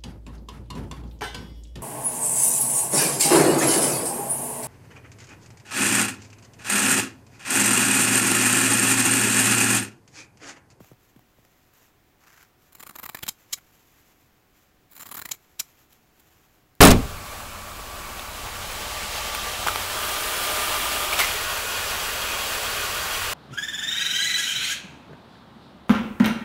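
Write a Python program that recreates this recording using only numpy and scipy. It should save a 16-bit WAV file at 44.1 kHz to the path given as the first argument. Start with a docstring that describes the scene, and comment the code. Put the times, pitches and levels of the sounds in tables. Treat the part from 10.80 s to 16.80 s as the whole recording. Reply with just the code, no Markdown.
"""Serrated scissors make two cuts through thick woven cloth, close above a wooden table in a quiet room.
Yarns crunch apart as clumped grains through blade and cloth resonances, over rasping grains and gliding
sine whistles. After each cut the blades clack shut, then clack again as they spring free: grain bursts
ringing the steel and thudding the handles. Cloth rustles throughout as swells of filtered grains;
falling chirps bump the table softly before the first cut. Soft noise and a faint hum lie behind."""
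import sys
import numpy as np
from scipy import signal
from scipy.fft import rfft, irfft
from scipy.io import wavfile
from scipy.ndimage import uniform_filter1d

SR = 44100
rng = np.random.default_rng(int(sys.argv[2]) if len(sys.argv) > 2 else 0)


def unload_wav(signal):
    """Save mono or channel-first audio to the path in sys.argv[1] as 16-bit WAV at rate SR, clipped to [-1, 1]."""
    wavfile.write(
        sys.argv[1],
        SR,
        np.round(np.clip(np.atleast_2d(signal).T, -1, 1) * 32767).astype(np.int16),
    )


N = 264820
T = np.arange(N) / SR  # s

# Room air spectrum: f/Hz, relative density/dB
AIR_SPECTRUM = [(20, -8.5), (50, -6), (120, -6), (220, -11), (320, -9), (550, -16), (1100, -18),
                (2000, -20.5), (4500, -28), (7400, -31), (9000, -35), (13500, -29.5), (16000, -27)]
AIR_DB = -62

# Cloth sliding in the fingers, smooth swells: middle t/s, length/s, peak level/dB
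RUSTLES = [(.04, .12, -61), (0.263, 0.085, -64), (0.743, 0.36, -68.5), (1.015, 0.11, -60.5),
           (1.61, .12, -66), (1.843, 0.073, -62.5), (2.69, 0.26, -62), (3.116, 0.52, -62.5),
           (3.787, 0.11, -64.5), (4.684, 0.34, -68), (4.858, 0.14, -62), (5.012, 0.075, -62),
           (5.136, 0.06, -60), (5.51, 0.42, -64.5)]
# Spectrum of threads brushing the fingers: f/Hz, relative density/dB
RUSTLE_SPECTRUM = [(100, -9.5), (1000, 3.5), (2500, 3.5), (4500, -3), (7400, 2), (8600, -11), (10500, -4.5),
                   (13500, 3.5), (16000, -8.5)]
GRIP_DB = -77  # faint brushing while the cloth is only held

# Opening blades dragging along the weave, one stroke: start t/s, end t/s, level/dB
DRAG = (1.385, 1.627, -57.5)
# Spectrum of the rippling weave: f/Hz, relative density/dB
WEAVE_SPECTRUM = [(180, -29), (300, -10), (405, -8), (603, -25), (656, -9), (1560, 1), (3640, -14),
                  (7080, -9.5), (8790, -24), (12300, -12.5), (16000, -18)]
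DRAG_ATTACK_S, DRAG_RELEASE_S = 0.08, 0.04

# Soft bumps on the table: t/s, chirp level/dB
BUMPS = [(.005, -39), (0.1153, -40), (.362, -43.5), (0.586, -50.5)]

# Stray threads and light touches of steel:
# t/s, length/s, snap level/dB, crunch relative to snap/dB, crunch centre f/Hz
TICKS = [(.043, .005, -63, 9.5, 805), (.132, 0.0017, -64.5, 9, 700), (.392, 0.0016, -55, 3.5, 700),
         (.648, 0.0043, -61.5, 5.5, 500), (.934, 0.0047, -59, -5, 1500), (1.467, 0.0093, -64, 7, 1500),
         (1.627, 0.0037, -52.5, -1, 1610), (2.773, .016, -57, 4.5, 1500), (4.532, 0.019, -48, -4.5, 2200),
         (4.810, 0.0025, -52.5, 11, 1380), (5.124, .008, -55, -13, 3000), (5.395, 0.012, -58, -6, 1500),
         (5.951, 0.0017, -54, -19, 3000)]

# Blades shutting or springing free: hardest contact t/s, chatter length/s, level/dB,
# handle thud relative to steel/dB, ring f/Hz, ring relative to steel/dB
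CLACKS = [(2.4898, .011, -24.5, -16, 6600, -21), (2.7348, 0.017, -25, -37, 6950, -8.5),
          (4.5185, .011, -25.5, -18.5, 6800, -7), (4.801, 0.013, -24, -29, 5800, -8.5)]
# Spectrum of clack contacts, before the blade resonances: f/Hz, relative density/dB
STEEL_SPECTRUM = [(200, -14.5), (1000, -9), (1700, -6), (2400, -1), (4000, 2.5), (5200, 1), (7000, 2),
                  (8600, -1), (10000, -1.5), (14000, -0.5), (16000, -6)]
# Dull thud of the handles, also the table scuff: f/Hz, relative density/dB
HANDLE_SPECTRUM = [(30, -17), (70, -5), (140, 0.5), (280, 0), (500, -17), (1000, 0), (2000, -10.5),
                   (5000, -18)]
# Blade resonances, damped by hand and cloth: centre f/Hz, width/Hz, relative level/dB
BLADE_RESONANCES = [(1250, 500, -3), (2200, 350, -1), (3150, 300, -1), (4050, 400, 0), (4980, 200, -2),
                    (5450, 120, -1), (6150, 150, -2), (7020, 110, 6), (7400, 500, 2), (10150, 550, -1),
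                    (11200, 400, -4), (12300, 700, -2), (13650, 800, 0), (14900, 600, -2)]

# Closing strokes through the cloth: start t/s, end t/s, edge rasp level/dB,
# taut crunch relative to snap/dB, crunch centre at the last yarn f/Hz
CUTS = [(1.916, 2.483, -60, 1, 3430), (4.088, 4.52, -57.5, -2.5, 2360)]
RASP_ATTACK_S, RASP_RELEASE_S = 0.034, 0.058
# Edges whistling as they slide: start t/s, end t/s, first f/Hz, last f/Hz,
# level at WHISTLE_HZ, before the yarns gate it/dB
WHISTLES = [(1.945, 2.01, 7050, 7400, -48.5), (2.02, 2.11, 8700, 9700, -51),
            (2.153, 2.28, 11200, 15400, -44), (2.768, 2.784, 12500, 11000, -38),
            (4.10, 4.18, 15600, 14000, -53), (4.198, 4.229, 7000, 7500, -43),
            (4.312, 4.402, 10500, 15600, -42.5)]
WHISTLE_HZ, WHISTLE_DB_PER_OCTAVE, WHISTLE_FADE_S = 11000, 7.5, 0.0067  # higher is louder

# Yarns parting: t/s, length/s, snap level/dB
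YARNS = [(1.922, 0.0093, -52.5), (1.949, 0.007, -44.5), (1.996, 0.015, -44.5), (2.026, 0.011, -42),
         (2.064, .012, -43.5), (2.091, 0.0069, -42), (2.107, .005, -48), (2.153, 0.01, -41.5),
         (2.185, .015, -43.5), (2.23, 0.014, -40.5), (2.255, 0.0095, -38.5), (2.289, 0.0098, -37.5),
         (2.345, 0.0091, -35), (2.369, 0.0042, -43), (2.388, 0.0043, -43.5), (2.424, .002, -46),
         (2.428, .011, -34), (2.464, 0.0041, -39), (2.479, .0023, -30.5), (4.113, 0.0027, -55),
         (4.12, .003, -52), (4.131, 0.0035, -50.5), (4.151, .005, -50), (4.162, 0.0084, -45.5),
         (4.176, 0.0075, -45.5), (4.194, 0.019, -41.5), (4.219, 0.016, -42), (4.255, 0.015, -42.5),
         (4.288, 0.0075, -43.5), (4.311, 0.017, -39), (4.341, .016, -39), (4.367, .016, -38),
         (4.388, 0.01, -37.5), (4.415, 0.0093, -36), (4.451, 0.011, -35), (4.488, 0.0051, -38.5),
         (4.51, .003, -39)]
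# Bright snap of fibres, before the blade resonances: f/Hz, relative density/dB
SNAP_SPECTRUM = [(300, -5), (2000, -9.5), (4000, -1.5), (5500, -6.5), (7200, -3), (8500, -1), (10000, -2),
                 (12000, 2), (14000, 2), (16000, 5)]
# Body of the crunch: f/Hz, relative density/dB
CRUNCH_SPECTRUM = [(40, -10), (80, -2), (300, -1.1), (550, -7), (850, -0.5), (1400, -2), (2100, -1.5),
                   (3200, -10), (5000, -13.5), (16000, -28)]
SLACK_DB, TIGHTEN_S = -11, 0.082  # the cloth crunches less until the blades have pulled it taut
CLOTH_HZ, LAST_STRIP_S = 1164, 0.11  # its resonance climbs as the uncut strip runs out

TOP_HZ = 15900


def undb(db):
    """Decibels to gain."""
    return 10 ** (np.asarray(db) / 20)


def unit(x):
    """Scale to rms 1."""
    return x / np.sqrt(np.mean(x ** 2))


def lossless(response):
    """Scale to energy 1."""
    return response / np.sqrt(np.sum(response ** 2))


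def add(out, s, x):
    """Mix x into out from time s."""
    i = max(int(s * SR), 0)
    out[i:i + len(x)] += x[:N - i]


def through(x, response):
    """Let x excite a response."""
    return signal.fftconvolve(x, response)[:len(x)]


def colour(points, size=4096):
    """Minimum-phase response with the given (Hz, dB) spectrum, so its energy comes early."""
    hz, db = np.transpose(points)
    bins = np.maximum(np.arange(size // 2 + 1) * SR / size, 1)
    gain = undb(np.interp(np.log(bins), np.log(hz), db))
    # folding the cepstrum forward makes the response causal
    cepstrum = irfft(np.log(gain))
    cepstrum[1:size // 2] *= 2
    cepstrum[size // 2 + 1:] = 0
    return lossless(irfft(np.exp(rfft(cepstrum))))


def mode(hz, t60, size=4096):
    """One fading resonance, weak far below and above its pitch; t60 is the seconds to fall 60 dB."""
    t = T[:size]
    ring = np.sin(2 * np.pi * hz * t) * np.exp(-np.log(1000) * t / t60)
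    return lossless(np.diff(ring, prepend=0))


def swell(start, end, attack_s, release_s):
    """Gain that rises from start, holds until end, then dies away."""
    rise = np.clip((T - start) / attack_s, 0, 1)
    fall = np.clip(1 - (T - end) / release_s, 0, 1)
    return rise * fall


def walk(rate, size=32768):
    """Random wander around zero with rate new targets a second, rms 1."""
    return unit(np.interp(T * rate, np.arange(size), rng.standard_normal(size)))


def grains(rate, spread_db):
    """Tiny clicks of uneven size and either sign, about rate a second, rms 1."""
    sizes_db = spread_db * np.clip(rng.standard_normal(N), -2, 2)
    sizes = rng.choice([-1, 1], N) * undb(sizes_db)
    return unit(sizes * (rng.random(N) < rate / SR))


def background(hum_hz=743, hum_db=-75):
    """Soft room noise with a faint wavering hum."""
    air = unit(through(rng.standard_normal(N), colour(AIR_SPECTRUM))) * undb(AIR_DB)
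    pitch = hum_hz + 4 * walk(25)
    hum = np.sin(2 * np.pi * np.cumsum(pitch) / SR)
    return air + undb(hum_db) * hum


def room(x, echo_db=-18.6, t60=0.12, build_s=0.0055):
    """Reflections from table and hands build up quickly and die away in a furnished room."""
    t = T[:SR // 2]
    envelope = (1 - np.exp(-t / build_s)) * np.exp(-np.log(1000) * t / t60)
    echoes = rng.standard_normal(len(t)) * envelope
    return x + undb(echo_db) * through(x, lossless(echoes))


def cloth():
    """Threads brush the fingers, and the weave ripples along the opening blades."""
    power = undb(GRIP_DB) ** 2
    for middle, length, db in RUSTLES:
        swelling = undb(db) * np.exp(-2 * ((T - middle) / length) ** 2)
        power = power + swelling ** 2
    brush = grains(7000, spread_db=5) * undb(1.76 * walk(40)) * np.sqrt(power)

    start, end, db = DRAG
    stroke = swell(start, end, DRAG_ATTACK_S, DRAG_RELEASE_S)
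    drag = grains(5000, spread_db=8.5) * undb(db + 2 * walk(130)) * stroke
    return through(brush, colour(RUSTLE_SPECTRUM)) + through(drag, colour(WEAVE_SPECTRUM))


def bumps(start_hz=620, end_hz=115, glide_s=0.00335, fade_s=0.017,
          scuff_db=-13, scuff_s=0.0073, wobble=0.21):
    """Bending waves in the board arrive treble first: a quick falling chirp under a dull scuff."""
    out, t = np.zeros(N), T[:4096]
    hz = end_hz + (start_hz - end_hz) * np.exp(-t / glide_s)
    scuff = unit(through(grains(4000, spread_db=7), colour(HANDLE_SPECTRUM)))
    uneven = 1 + wobble * walk(400)
    for s, db in BUMPS:
        now = int(s * SR) + np.arange(len(t))
        phase = 2 * np.pi * np.cumsum(hz * uneven[now]) / SR
        chirp = -np.sin(phase) * np.exp(-t / fade_s)
        rub = undb(scuff_db) * scuff[now] * np.exp(-t / scuff_s)
        add(out, s, undb(db) * (chirp + rub))
    return out


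def steel(points, valley_db=-12):
    """Response of the blade resonances to contacts with the given spectrum."""
    hz = np.arange(40, SR / 2, 20)
    power = undb(valley_db) ** 2  # floor between the resonances
    for centre, width, db in BLADE_RESONANCES:
        power = power + undb(db) ** 2 / (1 + (2 * (hz - centre) / width) ** 2)
    blade = colour(np.column_stack([hz, 10 * np.log10(power)]))
    return lossless(through(colour(points), blade))


def clacks(hit_db=-9, rebound_s=0.00363, rebound_depth=0.41, skirt=0.029):
    """The blades chatter over each other around one hard contact; steel rings and the handles thud."""
    out, scrape = np.zeros(N), grains(14000, spread_db=2.5)
    t = T[:8192] - T[1024]  # zero at the hardest contact
    blade, handle = steel(STEEL_SPECTRUM), colour(HANDLE_SPECTRUM)
    for s, length, db, thud_db, ring_hz, ring_db in CLACKS:
        pressure = np.exp(-(2 * t / length) ** 4) + skirt * np.exp(-(t / length) ** 2)
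        contact = pressure * (1 + rebound_depth * np.cos(2 * np.pi * t / rebound_s))
        chatter = lossless(contact * np.roll(scrape, -int(s * SR))[:len(t)])
        force = chatter + undb(hit_db) * (t == 0)
        sound = lossless(through(force, blade))
        sound = sound + undb(ring_db) * lossless(through(force, mode(ring_hz, 0.0045)))
        sound = sound + undb(thud_db) * lossless(through(force, handle))
        add(out, s + t[0], lossless(sound) * np.sqrt(length * SR) * undb(db))
    return out


def edges():
    """Steel rasps on steel; its whistle mostly climbs as the crossing point runs toward the tips."""
    sliding = np.zeros(N)
    for start, end, db, *_ in CUTS:
        sliding += undb(db) * swell(start, end, RASP_ATTACK_S, RASP_RELEASE_S)
    rasp = sliding * grains(5000, spread_db=7.5) * undb(3 * walk(160))

    whistle = np.zeros(N)
    for start, end, first_hz, last_hz, db in WHISTLES:
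        progress = np.clip((T - start) / (end - start), 0, 1)
        glide = first_hz * (last_hz / first_hz) ** progress
        pitch = glide * (1 + 0.022 * walk(3500) + 0.027 * walk(150))
        gain = undb(db + WHISTLE_DB_PER_OCTAVE * np.log2(glide / WHISTLE_HZ))
        gain = gain * swell(start, end, WHISTLE_FADE_S, WHISTLE_FADE_S)
        whistle += gain * np.sin(2 * np.pi * np.cumsum(pitch) / SR)

    # the blades jump forward whenever a yarn gives way, and the whistle grows
    moving = np.zeros(N)
    for s, length, *_ in YARNS:
        moving += (T > s) & (T < s + length)
    moving = uniform_filter1d(moving, size=128)
    bright_rasp = through(rasp, steel(SNAP_SPECTRUM))
    dull_rasp = undb(-4.5) * through(rasp, colour(CRUNCH_SPECTRUM))
    return bright_rasp + dull_rasp + whistle * (0.14 + 1.4 * moving)


def yarns():
    """Give each yarn its crunch: fuller once the cloth is taut, moving to the cut's last pitch."""
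    events = []
    for s, length, db in YARNS:
        start, end, _, crunch_db, last_hz = min(CUTS, key=lambda cut: abs(s - cut[1]))
        slack = np.exp(-max(s - start, 0) / TIGHTEN_S)
        narrow = np.exp(-((end - s) / LAST_STRIP_S) ** 2)
        crunch_hz = CLOTH_HZ + (last_hz - CLOTH_HZ) * narrow
        events.append((s, length, db, crunch_db + SLACK_DB * slack, crunch_hz))
    return events


def crunches(events, edge_s, fibre_rate, clump_db, cloth_cycles=9, cloth_db=-0.5):
    """Fibres of a yarn snap in clumps against the steel; the taut cloth resonates briefly."""
    clumps = undb(clump_db * walk(900))
    fibres = [clumps * grains(fibre_rate, spread_db=4.5) for _ in range(3)]
    out, t = np.zeros(N), T[:2048]
    snap_response, body = steel(SNAP_SPECTRUM), colour(CRUNCH_SPECTRUM)
    for s, length, db, crunch_db, crunch_hz in events:
        bite = (1 - np.exp(-t / edge_s)) * np.exp(-np.maximum(t - length, 0) / edge_s)
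        # three independent grain streams drive steel, crunch body and cloth
        cut, tug, flap = (bite * stream[int(s * SR):][:len(t)] for stream in fibres)
        snap = lossless(through(cut, snap_response))
        taut = lossless(through(flap, mode(crunch_hz, cloth_cycles / crunch_hz)))
        crunch = lossless(lossless(through(tug, body)) + undb(cloth_db) * taut)
        sound = snap + undb(crunch_db) * crunch
        add(out, s, sound * np.sqrt(length * SR) * undb(db))
    return out


def scene():
    """Scissors, cloth and table in the room, over the background."""
    handling = cloth() + bumps() + crunches(TICKS, edge_s=0.00085, fibre_rate=5000, clump_db=1.5)
    cutting = clacks() + edges() + crunches(yarns(), edge_s=0.0013, fibre_rate=6000, clump_db=3.5)
    return (background() + room(cutting + handling))[None]


def record(dry):
    """The recorder cuts the top with a steep low-pass at TOP_HZ."""
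    low_pass = signal.ellip(10, 0.2, 70, TOP_HZ, fs=SR, output="sos")
    return signal.sosfilt(low_pass, dry)


dry = scene()
out = record(dry)
unload_wav(out)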